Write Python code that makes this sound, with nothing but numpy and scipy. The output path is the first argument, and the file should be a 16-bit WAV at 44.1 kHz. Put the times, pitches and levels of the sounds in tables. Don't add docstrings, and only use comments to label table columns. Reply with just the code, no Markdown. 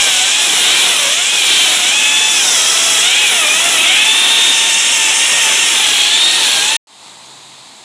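import sys
import numpy as np
from scipy import signal
from scipy.fft import rfft, irfft, next_fast_len
from scipy.io import wavfile
from scipy.ndimage import uniform_filter1d, minimum_filter1d, map_coordinates

SR = 44100
rng = np.random.default_rng(int(sys.argv[2]) if len(sys.argv) > 2 else 0)


def wav_record(signal):
    frames = np.transpose(np.atleast_2d(signal))
    bounded = np.clip(frames, -1, 1)
    quanta = np.round(bounded * 32767).astype(np.int16)
    wavfile.write(sys.argv[1], SR, quanta)


N = 345723
TIME = np.arange(N) / SR

# [f/Hz, level/dB]
HOUSING = [(550, -31), (900, -36), (1280, -30.5), (1520, -32.5), (1830, -32), (2100, -27.5), (2450, -19),
           (2900, -24), (3650, -21.5), (3950, -28.5), (4200, -38), (4600, -46), (5500, -33.5), (6300, -30),
           (7350, -30.5), (8200, -41.5), (8750, -34), (9250, -30), (10000, -50)]
# [f/Hz, relative density/dB per Hz]
PAD_COLOUR = [(3900, -20), (4700, -9), (5400, -1), (6000, -1), (6800, -1.5), (7700, 1.5), (8500, -3),
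              (9200, -8), (10000, -31), (11500, -32.5)]
# [t/s, change of level/dB]
WATER_LEVEL = [(0, 0), (.3, -2), (.7, 2.5), (1.25, -2), (1.6, 1.2), (2.1, -1), (2.5, 0.5), (3.5, 1),
               (3.9, 2), (4.28, 3), (4.75, -1), (5.2, 0.5), (5.5, 2.1), (6.15, -1), (6.75, .5)]


def from_db(db):
    return 10 ** (np.asarray(db) / 20)


def rms_one(x):
    return x / np.sqrt(np.mean(x ** 2) + 1e-20)


def in_time(points):
    times_s, values = np.transpose(points)
    return np.interp(TIME, times_s, values)


def at_hz(points, hz):
    points_hz, db = np.transpose(points)
    return from_db(np.interp(np.log(hz), np.log(points_hz), db))


def noise(spectrum):
    size = next_fast_len(N)
    hz = np.maximum(np.arange(size // 2 + 1) * SR / size, 1)
    lowest_hz, highest_hz = spectrum[0][0], spectrum[-1][0]
    skirts = np.minimum(1, np.minimum(hz / lowest_hz, highest_hz / hz)) ** 6
    white = rfft(rng.standard_normal(size))
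    coloured = irfft(white * at_hz(spectrum, hz) * skirts, size)
    return rms_one(coloured[:N])


def band(x, hz, width_hz):
    edges_hz = [hz - width_hz / 2, hz + width_hz / 2]
    sos = signal.butter(2, edges_hz, "band", fs=SR, output="sos")
    return signal.sosfilt(sos, x + 1e-18)


def drift(rate_hz):
    step, settle = 40, 2000
    r = np.exp(-2 * np.pi * rate_hz * step / SR)
    white = rng.standard_normal(N // step + settle + 2)
    slow = signal.lfilter([1], [1, -2 * r, r * r], white)[settle:]
    return np.interp(np.arange(N) / step, np.arange(len(slow)), rms_one(slow))


def stream(source, db, flicker_db, grain_db):
    grainy = rms_one(source * from_db(grain_db * drift(430)))
    return from_db(db + flicker_db * drift(17)) * grainy


def polisher():
    # [t/s, vane passes/Hz]
    turning_points = [(0, 822), (.18, 724), (.41, 871), (.61, 697), (.78, 814), (1.06, 530), (1.32, 864),
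                      (1.45, 773), (1.58, 793), (1.82, 709), (1.97, 852), (2.33, 876), (2.59, 637),
                      (2.84, 673), (2.99, 645), (3.22, 877), (3.46, 584), (3.67, 700), (3.81, 628),
                      (3.99, 851), (4.17, 901), (4.5, 913), (4.64, 900), (4.92, 925), (5.08, 871),
                      (5.21, 923), (5.41, 932), (5.47, 863), (5.68, 931), (5.86, 845), (6.03, 812),
                      (6.21, 916), (6.37, 933), (6.48, 827), (6.6, 792), (6.75, 910)]
    steady = uniform_filter1d(in_time(turning_points), size=3300)
    pressed = contact(steady)
    speed, angle = rotor(steady, jitter=0.000998, shake=0.00179)

    tones = from_db(-0.8 * pressed) * whine(speed, angle, fade_db=1.15, flutter_db=1.7, rasp_db=0.44, smear=0.089)
    tones = tones + from_db(-2 * pressed) * shrill(speed, angle, flutter_db=2.5, smear=0.5)
    tones = reflections(floor_echo(tones), t60=0.3, wet_db=-11)

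    hisses = exhaust(angle) + wet_pad() + tipped_hiss() + flat_singing() + water(pressed)
    return tones + slab_echo(hisses, lag_ms=2.2, sway=0.2024, share=0.22)


def contact(speed):
    bite_hz, bite_width_hz, inertia_s = 848, 120, 0.19
    change_per_s = SR * uniform_filter1d(np.gradient(speed), size=4400)
    heading_hz = speed + inertia_s * change_per_s
    return np.tanh((bite_hz - heading_hz) / bite_width_hz)


def rotor(steady, jitter, shake):
    speed = steady * (1 + jitter * drift(14.13) + shake * drift(149))
    return speed, 2 * np.pi * np.cumsum(speed) / SR


def whine(speed, angle, fade_db, flutter_db, rasp_db, smear):
    # [t/s, level/dB]
    body = [(0, 3.5), (.5, -1.5), (1.55, -2.5), (2.25, 2.5), (2.7, -2), (3.15, 2), (4.2, 0), (5.0, 3),
            (5.75, 2), (6.2, 0.5), (6.6, 4)]
    # [t/s, level/dB]
    low_ring = [(0, -1.5), (.38, -8.5), (.6, -0.5), (1.25, -6), (1.5, -1), (1.801, -6.5), (2.02, 3.5),
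                (2.3, 0.5), (2.6, -10), (2.9, -5), (3.13, 3.5), (3.5, 1), (3.72, -0.5), (4.0, 5.5),
                (4.5, -8), (4.8, -1), (5.6, -2), (5.95, -17), (6.75, -4)]
    # [t/s, level/dB]
    high_ring = [(0, -2.5), (.42, -6), (.68, 3), (1.25, -7.5), (1.58, 6.5), (1.8, -2), (2.1, 6),
                 (2.45, 2.5), (3.13, 3.5), (3.4, -3), (3.9, 1.5), (4.25, 8), (4.6, 2), (5.0, -6.5),
                 (5.55, -12.5), (5.85, 3), (6.25, 5), (6.6, -5.5)]
    # [t/s, level/dB]
    overtones = [(0, 2), (1.1, -8), (1.4, 0.5), (1.8, -1), (2.25, 4), (2.6, 3), (3.1, 0), (3.9, -6),
                 (4.15, -4), (4.45, 1.5), (5.7, 5.5), (6.0, -1), (6.3, -0.5), (6.75, 1.5)]
    levels_db = [in_time(curve) for curve in (body, low_ring, high_ring, overtones)]

    fading = fade_db * drift(7.4)
    out = 0
    for order in range(1, 10):
        unrest_db = fading / order + flutter_db * drift(23) + order * rasp_db * drift(90)
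        gain = radiation(order * speed, levels_db) * rms_one(from_db(unrest_db))
        phase = order * (angle + smear * drift(77)) + rng.uniform(0, 2 * np.pi)
        out = out + np.sqrt(2) * gain * np.sin(phase)
    return out


def radiation(hz, levels_db):
    crossover_hz, crossover_width_hz = [2050, 2940, 4600], 300
    db = levels_db[0]
    for edge_hz, below, above in zip(crossover_hz, levels_db, levels_db[1:]):
        passed = np.clip(0.5 + (hz - edge_hz) / crossover_width_hz, 0, 1)
        db = db + (above - below) * passed
    return at_hz(HOUSING, hz) * from_db(db)


def shrill(speed, angle, flutter_db, smear):
    order = 10
    gain = at_hz(HOUSING, order * speed) * from_db(1.5 + flutter_db * drift(18))
    return np.sqrt(2) * gain * np.sin(order * angle + smear * drift(77))


def floor_echo(x):
    lag_s, share = 0.00698, 0.4
    dull = uniform_filter1d(x, size=16)
    return x + share * np.interp(TIME - lag_s, TIME, dull)


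def reflections(x, t60, wet_db):
    t = TIME[:SR // 2]
    decay = from_db(-60 * t / t60)
    tail = rng.standard_normal(len(t)) * decay * (t > 0.004)
    wet = signal.fftconvolve(x, tail / np.linalg.norm(tail))[:N]
    return x + from_db(wet_db) * wet


def exhaust(angle):
    # [f/Hz, relative density/dB per Hz]
    colour = [(1400, -27.5), (2000, -10.5), (2400, -2), (2650, -2.5), (3000, 0), (3350, 1.5), (3750, -2),
              (4100, -7), (4500, -16), (5300, -29.5)]
    # [t/s, level/dB]
    swell = [(0, -14.5), (.52, -16), (.7, -12), (1.05, -15.5), (1.33, -16.5), (1.56, -10.5), (1.83, -15.3),
             (2.1, -16), (2.5, -17.5), (2.92, -17), (3.15, -11.5), (3.45, -16), (3.73, -16), (3.9, -9.5),
             (4.12, -14), (4.37, -12), (4.75, -15.3), (5.7, -13.5), (6.0, -13), (6.75, -15.5)]
    # [t/s, shift/semitones]
    outlet = [(0, 0.011), (.7, 0.59), (1.2, -0.11), (1.55, 0.75), (2.0, -0.51), (2.7, 0.33), (3.2, -0.71),
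              (3.6, -0.09), (3.95, -1.03), (4.3, .35), (4.9, -0.81), (5.5, -0.83), (6.3, 1.1)]
    puffs = rms_one(1 + 0.24 * np.cos(angle))
    hiss = shifted(noise(colour), in_time(outlet))
    return puffs * stream(hiss, in_time(swell), flicker_db=0.5, grain_db=1.0)


def shifted(x, semitones):
    place = np.cumsum(2 ** (semitones / 12)) % (N - 1)
    return map_coordinates(x, [place], order=3)


def wet_pad():
    # [t/s, level/dB]
    rub_level = [(0, -16.5), (.35, -17.5), (1.3, -18.5), (1.55, -18), (2.1, -19), (2.55, -16.5), (2.9, -15),
                 (3.17, -19.5), (3.65, -17.2), (3.92, -19), (4.33, -19.5), (4.6, -17.5), (5.1, -17),
                 (5.65, -17.5), (6.25, -21.5), (6.57, -18), (6.75, -22)]
    return stream(noise(PAD_COLOUR), in_time(rub_level), flicker_db=0.75, grain_db=1.3)


def tipped_hiss():
    # [t/s, level/dB]
    tipped_level = [(5.8, -50), (6.0, -27), (6.3, -21.5), (6.6, -24), (6.77, -38)]
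    hiss = rms_one(band(rng.standard_normal(N), hz=4187, width_hz=430))
    return from_db(in_time(tipped_level)) * hiss


def flat_singing():
    # [t/s, level/dB]
    flat_level = [(2.1, -53), (2.35, -19.5), (2.65, -20), (2.9, -24), (3.1, -51)]
    singing = rms_one(band(rng.standard_normal(N), hz=5680, width_hz=1170))
    return from_db(in_time(flat_level)) * singing


def water(pressed):
    # [f/Hz, relative density/dB per Hz]
    rush_colour = [(25, -22), (90, -21.5), (160, -10), (260, -4.5), (500, -4.5), (800, -1), (1050, -1.5),
                   (1500, -1), (1900, 1), (2600, -11)]
    # [f/Hz, relative density/dB per Hz]
    spray_colour = [(8300, -22), (9300, 2), (9800, 1.5), (10500, -4), (11200, -10), (12200, -13.5),
                    (13400, -19), (15500, -19)]
    flung_db = in_time(WATER_LEVEL)
    rush_db = -25.5 + flung_db + 1 * pressed
    spray_db = -26 + flung_db + 2.5 * pressed
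    rush = stream(noise(rush_colour), rush_db, flicker_db=0.83, grain_db=0.5)
    spray = stream(noise(spray_colour), spray_db, flicker_db=0.6, grain_db=0.5)
    return rush + spray


def slab_echo(x, lag_ms, sway, share):
    lag = lag_ms * SR / 1000 * np.exp(sway * drift(0.8))
    echo = map_coordinates(x, [np.arange(N) - lag], order=3)
    return (x + share * echo) / np.hypot(1, share)


def shop():
    return shop_hiss() + shop_hum(hum_hz=133) + ticks()


def shop_hiss():
    # [t/s, level/dB]
    far_level = [(6.87, -46), (6.91, -41), (6.95, -39.5), (7.03, -36), (7.08, -34), (7.14, -36),
                 (7.3, -35.5), (7.55, -36), (7.84, -36.5)]
    # [f/Hz, relative density/dB per Hz]
    far_colour = [(40, -32), (70, -15), (160, -8), (230, -4.5), (520, -8), (900, 2.5), (1500, -9),
                  (2200, -6), (2900, -5.5), (3900, 1.5), (5100, -7), (5700, -12), (6300, -7), (7800, -4.5),
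                  (10000, -14.5), (13000, -33)]
    return from_db(in_time(far_level) - 2.0) * noise(far_colour)


def shop_hum(hum_hz):
    # [t/s, level/dB]
    hum_level = [(6.87, -78), (7.1, -64), (7.25, -58), (7.5, -57), (7.65, -63), (7.84, -68)]
    wavering_hz = hum_hz * (1 + 0.008 * drift(6.7))
    phase = 2 * np.pi * np.cumsum(wavering_hz) / SR
    return from_db(in_time(hum_level)) * np.sqrt(2) * np.sin(phase)


def ticks():
    # [t/s, level/dB]
    taps = [(7.260, -26), (7.269, -30)]
    decay_s = 0.0009
    strokes = sum(from_db(db) * (TIME >= s) * np.exp(-abs(TIME - s) / decay_s) for s, db in taps)
    return band(strokes * noise(PAD_COLOUR), hz=6000, width_hz=5500)


def scene():
    stop_s, shop_start_s = 6.768, 6.871
    close = polisher() * np.clip((stop_s - TIME) / 0.003, 0, 1)
    mono = close + shop() * (TIME > shop_start_s)
    return np.array([mono, mono])


def limiter(x, drive_db, ceiling):
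    x = x * from_db(drive_db)
    gain = np.minimum(1, ceiling / (np.abs(x).max(axis=0) + 1e-9))
    return x * uniform_filter1d(minimum_filter1d(gain, size=25), size=25)


def record(dry):
    held = limiter(dry, drive_db=0.43, ceiling=0.76)
    cutoff_hz = 15500
    sos = signal.ellip(12, 0.1, 80, cutoff_hz, fs=SR, output="sos")
    return signal.sosfilt(sos, held)


dry = scene()
out = record(dry)
wav_record(out)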